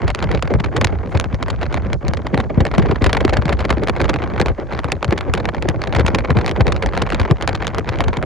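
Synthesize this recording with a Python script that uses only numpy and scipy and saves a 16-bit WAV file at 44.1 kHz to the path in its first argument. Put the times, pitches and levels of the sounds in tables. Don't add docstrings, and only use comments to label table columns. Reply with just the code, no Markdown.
import sys
import numpy as np
from scipy import signal
from scipy.io import wavfile
from scipy.ndimage import uniform_filter1d

SR = 44100
rng = np.random.default_rng(int(sys.argv[2]) if len(sys.argv) > 2 else 0)


def store_pcm(level_fs):
    pcm = np.round(np.clip(level_fs, -1, 1) * 32767).astype(np.int16)
    wavfile.write(sys.argv[1], SR, np.atleast_2d(pcm).T)


N = 363809
BAND_HZ = 31 * 2 ** (np.arange(19) / 2)
OPPOSED = np.array([[1], [-1]])


def from_db(db):
    return 10 ** (np.asarray(db) / 20)


def rms_one(x):
    return x / np.sqrt(np.mean(x ** 2) + 1e-20)


def at_hz(table, hz):
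    frequencies, values = np.transpose(table)
    return np.interp(np.log(hz), np.log(frequencies), values)


def drift(corner_hz):
    pole = np.exp(-20 * np.pi * corner_hz / SR)
    slow = signal.lfilter([1], [1, -2 * pole, pole * pole], rng.standard_normal(N // 10 + 4002))[4000:]
    return np.interp(np.arange(N) / 10, np.arange(len(slow)), rms_one(slow))


def swell(s, length, rise=.75):
    at = np.arange(max(int((s - 2 * length) * SR), 0), min(int((s + 4 * length) * SR), N))
    t = at / SR - s
    growth = np.exp(-np.pi / 2 * (t / (rise * length)) ** 2)
    decay = 1 / np.cosh(np.pi / 2 * t / length)
    return at, t, np.where(t < 0, growth, decay)


def wind_gain(spectrum, hz, edge_hz=1900, db_per_octave=21):
    return from_db(at_hz(spectrum, hz) - db_per_octave * max(np.log2(hz / edge_hz), 0))


# (frequency [Hz], correlation [-])
PORT_CORRELATION = [(40, -0.1), (110, -0.18), (300, 1), (700, 0.51), (1400, 0.91), (3000, 1), (15000, .93)]
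def band_noise(white, hz, strength):
    alike = np.clip(at_hz(PORT_CORRELATION, hz), -1, 1)
    drive = np.sqrt((1 + alike) / 2) * white[0] + np.sqrt((1 - alike) / 2) * white[1] * OPPOSED
    low, high = hz * 2 ** np.array([-.25, .25])
    band = signal.butter(3, [low, high], "band", fs=SR, output="sos")
    return signal.sosfilt(band, drive * strength) * np.sqrt(SR / 2 / (high - low))


# (frequency [Hz], half-octave level [dB])
CABIN_SPECTRUM = [(31, -38), (62, -52), (125, -49), (250, -66), (550, -70), (1100, -61), (2000, -85),
                  (4200, -71), (8000, -81.5)]
def cabin_power(hz):
    return from_db(at_hz(CABIN_SPECTRUM, hz)) ** 2


def whiff(peak_s=1.11, level_db=-61, length_s=.05, low_hz=3500):
    at, _, bell = swell(peak_s, length_s)
    strength = np.zeros(N)
    strength[at] = from_db(level_db) * bell
    highpass = signal.butter(2, low_hz, "high", fs=SR, output="sos")
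    return strength * signal.sosfilt(highpass, rng.standard_normal(N))


# (time [s], depth [dB], duration [s])
LULLS = [(0.133, 20, 0.046), (0.409, 17, 0.023), (0.616, 9, 0.018), (1.99, 16, 0.048), (4.536, 12.5, 0.066),
         (4.675, 13, 0.024), (4.99, 17, 0.033), (5.51, 26, 0.019), (7.348, 9, 0.055), (7.82, 8, 0.0081)]
def lull_db(s):
    return -sum(depth * np.exp(-np.pi * ((s - centre) / length) ** 2) for centre, depth, length in LULLS)


def stirring_db(eddies, gather_s=0.0033, gather_db=2):
    near = np.zeros(N)
    for s, db, *_ in [*eddies, *THUMPS]:
        at, _, bell = swell(s, gather_s, rise=.3)
        near[at] += from_db(db) * bell
    return gather_db * np.tanh(near / near.mean()) + lull_db(np.arange(N) / SR)


# (time [s], buffeting level [dB], roar level [dB], rasp level [dB])
DRAUGHT = [(0.0, -16.5, -26.5, -26.5), (0.35, -20.5, -32, -31), (0.85, -20, -27, -34),
           (1.03, -25.5, -29.5, -35.5), (1.6, -21, -33, -32), (2.0, -19, -27, -31.5), (2.35, -27, -31, -39),
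           (2.85, -21, -34, -34.5), (3.3, -20.5, -28, -32), (3.701, -22, -28.5, -32.5),
           (4.45, -21, -25, -29), (4.62, -26, -29, -30), (5.198, -24.5, -28.5, -32.5),
           (5.85, -24.5, -26.5, -33), (5.998, -20.5, -29, -30), (6.6, -21.5, -24, -35),
           (7.25, -24, -32.5, -30), (7.65, -25, -32.5, -31), (8.25, -25, -27.5, -30.5)]
# (frequency [Hz], half-octave level [dB])
FLUTTER_SPECTRUM = [(31, -23), (44, -10.5), (68, -2), (125, -7.5), (235, -12), (410, -5.5), (1050, -10),
                    (1950, -14)]
# (frequency [Hz], level spread [dB])
FLUTTER_DEPTH = [(50, 2.8), (200, 4.6), (600, 4.9), (1500, 7), (3000, 9.5), (7000, 11)]
def flutter(hz, swirl, shove, stir_db, own_share=0.057):
    times, *levels = np.transpose(DRAUGHT)
    level_db = [np.interp(np.log(hz), np.log([150, 480, 1600]), row) for row in np.transpose(levels)]
    draught = from_db(np.interp(np.arange(N) / SR, times, level_db))
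    quick = np.interp(np.log(hz), np.log([125, 950]), [0, 1])
    speed = np.sqrt(quick) * swirl + np.sqrt(1 - quick) * shove + own_share * drift(min(hz / 4, 120))
    surge = from_db(at_hz(FLUTTER_DEPTH, hz) * np.minimum(rms_one(speed), 1.6))
    surge = surge / np.sqrt(uniform_filter1d(surge ** 2, int(.15 * SR)))
    return surge * rms_one(from_db(stir_db)) * draught * wind_gain(FLUTTER_SPECTRUM, hz)


# (time [s], level [dB], duration [s])
GUSTS = [(0.305, -19, 0.019), (0.342, -17.5, 0.017), (0.507, -15.5, 0.019), (0.752, -23, 0.034),
         (0.925, -13, 0.0059), (1.143, -17, 0.0063), (2.335, -16.5, 0.017), (2.371, -21, 0.013),
         (2.393, -17, 0.01), (2.499, -13.5, 0.01), (2.576, -18.5, 0.013), (2.608, -17.5, 0.021),
         (2.735, -23, 0.01), (2.782, -10.5, 0.016), (2.851, -15.5, 0.015), (2.894, -13.5, 0.0076),
         (2.918, -12, 0.01), (3.012, -13.5, 0.0083), (3.059, -11, 0.0061), (3.208, -14, 0.006),
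         (3.247, -11, 0.0066), (3.326, -12, 0.0061), (3.5, -19, 0.01), (3.646, -14.5, 0.007),
         (3.7, -22, 0.0075), (3.77, -18, 0.01), (3.821, -15.5, 0.013), (3.887, -17.5, 0.0099),
         (4, -18, 0.023), (4.09, -21.5, 0.013), (4.401, -9, 0.0035), (4.498, -11, 0.0057),
         (4.586, -16.5, 0.0077), (5.122, -13.5, 0.0092), (5.282, -19.5, 0.0077), (5.37, -23.5, 0.03),
         (5.486, -28, 0.02), (5.651, -20.5, 0.012), (5.682, -15, 0.0086), (5.856, -37, 0.0072),
         (5.985, -15.5, 0.023), (6.138, -20.5, 0.046), (6.296, -14.5, 0.0089), (6.364, -19, 0.031),
         (6.486, -22.5, 0.0075), (6.597, -15.5, 0.009), (6.656, -18, 0.012), (7.12, -21.5, 0.023),
         (7.194, -19.5, 0.0096), (7.256, -25, 0.0064), (7.299, -20.5, 0.03), (7.777, -17.5, 0.014),
         (7.948, -19, 0.0051), (7.995, -16, 0.0085)]
def gusts():
    strength = np.zeros(N)
    for s, db, length in GUSTS:
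        at, _, bell = swell(s, length, rise=0.51)
        strength[at] += from_db(db) * bell
    return strength


def wakes(eddies, level_db=-1.0, delay_s=0.0022, stretch=0.86):
    strength = np.zeros(N)
    for s, db, length, _ in eddies:
        at, _, bell = swell(s + delay_s, max(stretch * length, .002), rise=9.8)
        strength[at] += from_db(db + level_db) * bell
    return strength


# (frequency [Hz], half-octave level [dB])
GUST_SPECTRUM = [(31, -38), (150, -14.5), (330, -3.5), (620, -5.5), (1100, -25.5), (2000, -20.5)]
WAKE_SPECTRUM = [(31, -33), (90, -11), (250, -15.5), (550, -9), (1100, -23), (2500, -17)]
THUMP_SPECTRUM = [(31, -50), (70, -13.5), (220, -24.5), (480, -21.5), (1000, -30), (2000, -35.5)]
def eddy_noise_power(hz, gust, wake, thump):
    sources = (gust, GUST_SPECTRUM), (wake, WAKE_SPECTRUM), (thump, THUMP_SPECTRUM)
    return sum((strength * wind_gain(spectrum, hz)) ** 2 for strength, spectrum in sources)


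def shed_eddies(count=400, per_s=38, evenness=2.5, typical_s=0.0023, longest_s=.005, clear_s=0.0027):
    gap, size, stretch, speed = rng.standard_normal((count, 4)).T
    intervals = np.exp((gap - .5 / np.sqrt(evenness)) / np.sqrt(evenness))
    s = np.cumsum(intervals) / per_s
    times, _, _, rasp_db = np.transpose(DRAUGHT)
    over_rasp_db = 3 + 3.5 * np.minimum(size, 1)
    db = np.interp(s, times, rasp_db) + lull_db(s) + over_rasp_db
    length = np.minimum(typical_s * np.exp(0.45 * stretch), longest_s)
    bright_db = -12.5 + 3 * np.minimum(speed, 1.5)
    rows = np.transpose([s, db, length, bright_db])
    clear = np.abs(s[:, None] - np.array(CRACKS)[:, 0]).min(axis=1) > clear_s
    return rows[clear & (s < N / SR)]


def splinters(level_db=-11):
    s, db, length, bright_db = np.transpose(CRACKS)
    delay_s = rng.uniform(.003, .012, len(s))
    rows = np.transpose([s + delay_s, db + level_db, length / 2, bright_db])
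    return rows[rows[:, 0] < N / SR]


# (time [s], level [dB], duration [s], brightness [dB])
CRACKS = [(0.0811, -20, 0.005, -5), (0.1036, -19, 0.005, -7), (0.1487, -15, 0.002, -4),
          (0.1906, -23, 0.002, -4), (0.2265, -17, 0.003, -6), (0.2415, -20, 0.003, -9),
          (0.2912, -21, 0.003, -18), (0.3157, -18, 0.004, -7), (0.3484, -22, 0.004, -4),
          (0.3753, -17, 0.001, -12), (0.4252, -15, 0.002, -3), (0.4763, -21, 0.003, -11),
          (0.5396, -15, 0.002, -11), (0.6019, -21, 0.005, -6), (0.6452, -19, 0.005, -8),
          (0.767, -16, 0.006, -5), (0.8137, -13, 0.004, -7), (0.8466, -12, 0.004, -1),
          (0.8719, -18, 0.001, -3), (1.1518, -19, 0.005, -14), (1.1743, -21, 0.002, -3),
          (1.1994, -14, 0.001, 2), (1.2424, -20, 0.002, -7), (1.345, -20, 0.001, -5),
          (1.4279, -16, 0.003, -6), (1.4831, -12, 0.001, -12), (1.5039, -23, 0.004, 0),
          (1.6143, -21, 0.002, -8), (1.6305, -20, 0.005, -8), (1.7274, -25, 0.004, -6),
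          (1.7434, -17, 0.003, -7), (1.7733, -23, 0.005, -12), (1.9318, -18, 0.002, -3),
          (2.0822, -17, 0.001, 0), (2.1361, -16, 0.002, -7), (2.1721, -26, 0.004, -4),
          (2.2689, -17, 0.003, -11), (2.3443, -16, 0.005, -12), (2.3768, -15, 0.002, -7),
          (2.403, -19, 0.007, -8), (2.6063, -18, 0.006, -7), (2.6528, -12, 0.002, -10),
          (2.6679, -19, 0.003, -6), (2.7151, -22, 0.003, -10), (2.7403, -20, 0.006, -14),
          (2.7504, -19, 0.004, -13), (2.782, -13, 0.003, -7), (2.7959, -21, 0.006, -10),
          (2.8258, -21, 0.005, -12), (2.8598, -23, 0.005, -11), (2.9129, -17, 0.005, -12),
          (2.9598, -21, 0.004, -12), (3.0218, -21, 0.005, -7), (3.0435, -14, 0.004, -5),
          (3.0648, -16, 0.005, -4), (3.0959, -18, 0.005, -10), (3.1308, -10, 0.002, -4),
          (3.1499, -16, 0.004, -11), (3.1704, -12, 0.004, -10), (3.2073, -18, 0.005, -8),
          (3.2508, -13, 0.003, -7), (3.2796, -16, 0.002, -13), (3.296, -20, 0.006, -5),
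          (3.3358, -16, 0.007, -8), (3.3708, -14, 0.004, -7), (3.4222, -20, 0.002, -10),
          (3.4558, -21, 0.003, -5), (3.481, -16, 0.002, -15), (3.4938, -15, 0.004, -9),
          (3.5278, -17, 0.006, -8), (3.5933, -25, 0.006, -6), (3.6068, -23, 0.007, -7),
          (3.6525, -17, 0.005, -9), (3.6941, -18, 0.003, -13), (3.7061, -12, 0.005, -6),
          (3.7271, -14, 0.002, -12), (3.8359, -15, 0.002, -9), (3.8738, -16, 0.002, -7),
          (3.8852, -17, 0.004, -8), (3.8967, -14, 0.003, -7), (3.9648, -18, 0.003, -11),
          (4.0033, -14, 0.003, -11), (4.0159, -16, 0.003, -5), (4.0443, -20, 0.003, -7),
          (4.0553, -22, 0.005, -10), (4.0956, -16, 0.007, -5), (4.141, -17, 0.003, -9),
          (4.1614, -18, 0.003, -11), (4.2214, -21, 0.004, -13), (4.239, -19, 0.003, -14),
          (4.3801, -21, 0.004, -11), (4.4003, -13, 0.004, -8), (4.4148, -14, 0.003, -5),
          (4.461, -15, 0.003, -7), (4.4846, -15, 0.002, -11), (4.7251, -24, 0.004, -10),
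          (4.7915, -16, 0.002, -8), (4.8445, -15, 0.002, -10), (4.9206, -15, 0.003, 1),
          (5.028, -13, 0.002, -12), (5.0459, -16, 0.002, -4), (5.1089, -21, 0.003, -7),
          (5.126, -14, 0.004, -10), (5.1788, -21, 0.005, -3), (5.2094, -18, 0.002, -7),
          (5.3384, -12, 0.002, -1), (5.3515, -22, 0.003, -3), (5.3775, -21, 0.004, -7),
          (5.4013, -22, 0.004, -9), (5.4552, -13, 0.002, -9), (5.4904, -15, 0.004, -12),
          (5.5481, -19, 0.003, -10), (5.6245, -19, 0.002, -2), (5.6881, -14, 0.003, -3),
          (5.8186, -19, 0.003, -6), (5.8392, -21, 0.004, -7), (5.8739, -21, 0.003, -6),
          (5.9274, -19, 0.004, -9), (5.9507, -16, 0.004, -6), (5.9648, -19, 0.004, -4),
          (5.9971, -15, 0.005, -9), (6.0089, -20, 0.004, -11), (6.0649, -17, 0.003, 0),
          (6.0818, -15, 0.004, -7), (6.1486, -13, 0.004, -4), (6.1874, -18, 0.004, -6),
          (6.2489, -22, 0.007, -12), (6.3053, -14, 0.005, -12), (6.3709, -15, 0.003, -10),
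          (6.3886, -19, 0.005, -10), (6.4131, -23, 0.005, -7), (6.4459, -17, 0.002, -14),
          (6.4629, -17, 0.001, -1), (6.4802, -20, 0.005, -4), (6.494, -15, 0.001, -7),
          (6.5133, -19, 0.002, -2), (6.5631, -20, 0.004, -12), (6.6084, -12, 0.004, -9),
          (6.6688, -14, 0.002, -7), (6.6806, -17, 0.003, -8), (6.7229, -17, 0.004, -4),
          (6.7639, -22, 0.003, -5), (6.8252, -15, 0.003, -8), (6.8356, -19, 0.003, -12),
          (6.8616, -13, 0.002, -7), (6.9357, -19, 0.003, -14), (6.9518, -23, 0.004, -8),
          (6.9673, -18, 0.002, -13), (6.9761, -13, 0.002, -7), (7.0207, -17, 0.005, -3),
          (7.0658, -24, 0.004, -9), (7.1032, -18, 0.002, -5), (7.1237, -16, 0.004, -10),
          (7.1469, -15, 0.002, -5), (7.1995, -18, 0.004, -5), (7.2158, -19, 0.003, -8),
          (7.2527, -19, 0.004, -14), (7.312, -14, 0.003, -8), (7.4115, -20, 0.003, -9),
          (7.4248, -18, 0.002, -1), (7.4766, -11, 0.002, -4), (7.4922, -15, 0.003, -8),
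          (7.5517, -21, 0.006, -3), (7.6246, -16, 0.002, -11), (7.6695, -14, 0.001, -1),
          (7.6793, -26, 0.004, -1), (7.7474, -17, 0.002, -8), (7.7839, -14, 0.001, -2),
          (7.8909, -17, 0.004, -6), (7.9883, -25, 0.003, -4), (8.0065, -10, 0.002, -8),
          (8.0408, -22, 0.003, -5), (8.0833, -20, 0.004, -6), (8.1321, -19, 0.004, -13),
          (8.1704, -20, 0.003, -4), (8.2273, -14, 0.001, -9)]
# (frequency [Hz], level [dB], level slope [dB/dB], brightness slope [dB/dB], duration ratio [-])
CRACK_OCTAVES = [(804, -3.5, 1, -0.05, 1.2), (1640, -2.5, 1, 0.23, 0.99), (3180, -2.5, 1, 1.05, 0.96),
                 (6240, -9, 1.39, 1.64, 0.88), (13450, -5.5, 1.74, 1.63, 0.65)]
def cracks(eddies, apart=0.15, skirt=0.42, width=0.52, body_hz=1900, jerk_db=3.5):
    out = np.zeros((2, N))
    jerk = np.minimum(drift(730), 1.3)
    common, own = rng.standard_normal((2, 2, 1, N))
    body = signal.butter(1, body_hz, fs=SR, output="sos")
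    pressure = signal.sosfilt(body, common + apart * own * OPPOSED)
    for k, (hz, band_db, level_slope, bright_slope, ratio) in enumerate(CRACK_OCTAVES):
        octave = signal.butter(3, hz * 2 ** np.array([-.5, .5]), "band", fs=SR, output="sos")
        rasp = signal.sosfilt(octave, pressure[k % 2] * from_db(jerk_db / ratio * jerk))
        for s, db, length, bright_db in eddies:
            at, t, bell = swell(s, ratio * length, rise=.6)
            core = np.exp(-(t / (width * ratio * length)) ** 4)
            burst = rms_one(rasp[:, at] * (core + skirt * bell))
            gain = from_db(band_db + level_slope * db + bright_slope * bright_db)
            out[:, at] += gain * burst * np.sqrt(length * SR / len(at))
    return out


# (time [s], level [dB], duration [s], frequency [Hz])
THUMPS = [(0.347, -15, 0.019, 120), (0.553, -3.5, 0.0066, 115), (0.607, -9.5, 0.0035, 138),
          (0.775, -16.5, 0.019, 113), (0.817, -13.5, 0.025, 82), (0.846, -17, 0.007, 92),
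          (1.0, -15.5, 0.012, 72), (1.159, -8.5, 0.014, 119), (1.341, -7.5, 0.0043, 109),
          (1.943, -15.5, 0.0079, 96), (2.095, -12.5, 0.0097, 155), (2.343, -12.5, 0.016, 172),
          (2.39, -11.5, 0.0086, 112), (2.581, -1, 0.0051, 160), (2.614, -5.5, 0.012, 111),
          (2.79, -3.5, 0.014, 126), (2.839, -11, 0.01, 96), (2.902, -10, 0.0088, 136),
          (3.031, -8.5, 0.012, 85), (3.071, -13.5, 0.0095, 93.5), (3.217, -12.5, 0.0034, 109),
          (3.292, -15, 0.024, 91), (3.391, -4, 0.008, 127), (3.461, -10, 0.0053, 132),
          (3.715, -10, 0.0078, 95), (4.033, -13.5, 0.0054, 88), (4.412, -9, 0.0046, 120),
          (4.516, -13.5, 0.011, 93), (4.853, -15, 0.0068, 99), (5.092, -8.5, 0.01, 110),
          (5.297, -12.5, 0.014, 99), (5.695, -13.5, 0.014, 119), (5.969, -12, 0.022, 101),
          (6.002, -10, 0.0098, 116), (6.049, -8.5, 0.0053, 109), (6.144, -7, 0.0034, 123),
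          (6.199, -12.5, 0.0075, 84), (6.311, -7.5, 0.01, 112), (6.375, -8, 0.025, 122),
          (6.612, -7, 0.015, 106), (6.681, -7.5, 0.0064, 118), (6.873, -17, 0.017, 75.4),
          (7.214, -10, 0.014, 78), (7.317, -2.5, 0.009, 121), (7.902, -13, 0.0078, 96),
          (8.019, -16.5, 0.043, 79.5), (8.083, -11.5, 0.02, 83)]
def thumps(level_db=2.5, sag=0.61, wander=0.25, lean_db=3.0, lead_s=0.0013, phase_spread_rad=0.46):
    out, strength = np.zeros((2, N)), np.zeros(N)
    uneven = np.exp(wander * np.array([drift(95), drift(180)]))
    for (s, db, length, hz), (turn, apart, lean) in zip(THUMPS, rng.standard_normal((len(THUMPS), 3))):
        at, t, bell = swell(s - lead_s, length)
        pitch = hz * np.exp(-sag * t / length) * uneven[:, at]
        phase = 2 * np.pi * np.cumsum(pitch, axis=1) / SR
        phase_at_peak = np.pi * turn + phase_spread_rad * apart * OPPOSED
        phase = phase - phase[:, [np.argmax(bell)]] + phase_at_peak
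        balance_db = (lean_db + lean) * OPPOSED / 2
        out[:, at] += from_db(db + level_db + balance_db) * bell * np.sin(phase)
        strength[at] += from_db(db) * bell
    return out, strength


def scene(swirl_hz=75, shove_hz=22, grit_db=3.0, lean_db=-0.06):
    swirl, shove = drift(swirl_hz), drift(shove_hz)
    grit = rms_one(from_db(grit_db * drift(420)))
    white = rng.standard_normal((3, 2, N))
    eddies = np.vstack([CRACKS, splinters(), shed_eddies()])
    out, thump = thumps()
    gust, wake, stir_db = gusts(), wakes(eddies), stirring_db(eddies)
    for k, hz in enumerate(BAND_HZ):
        wind_power = flutter(hz, swirl, shove, stir_db) ** 2 + eddy_noise_power(hz, gust, wake, thump)
        strength = np.sqrt(cabin_power(hz) + wind_power * grit ** 2)
        out += band_noise(white[k % len(white)], hz, strength)
    return (out + cracks(eddies) + whiff()) * from_db(lean_db * OPPOSED / 2)


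def resonance(hz, width_hz):
    radius = np.exp(-np.pi * width_hz / SR)
    return np.array([1, -2 * radius * np.cos(2 * np.pi * hz / SR), radius * radius])


def record(dry, low_cut_hz=40, ring_db=4.0, port_hz=10400, leak_db=-12, hiss_db=-80, cutoff_hz=16900):
    x = signal.sosfilt(signal.butter(4, low_cut_hz, "high", fs=SR, output="sos"), dry)
    ring = resonance(7000, width_hz=2400)
    x = x + from_db(ring_db) * signal.lfilter((1 - ring[2]) / 2 * np.array([1, 0, -1]), ring, x)
    x = x / (1 + x ** 4) ** (1 / 4)
    dull = signal.sosfilt(signal.butter(12, port_hz, fs=SR, output="sos"), x)
    top = signal.sosfilt(signal.butter(8, port_hz, "high", fs=SR, output="sos"), x)
    left, right = dull + from_db(leak_db) * top + from_db(hiss_db) * rng.standard_normal((2, N))
    twist = resonance(8300, width_hz=1200)
    right = signal.lfilter(twist[::-1], twist, right)
    return signal.sosfilt(signal.cheby2(12, 70, cutoff_hz, fs=SR, output="sos"), [left, right])


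dry = scene()
out = record(dry)
store_pcm(out)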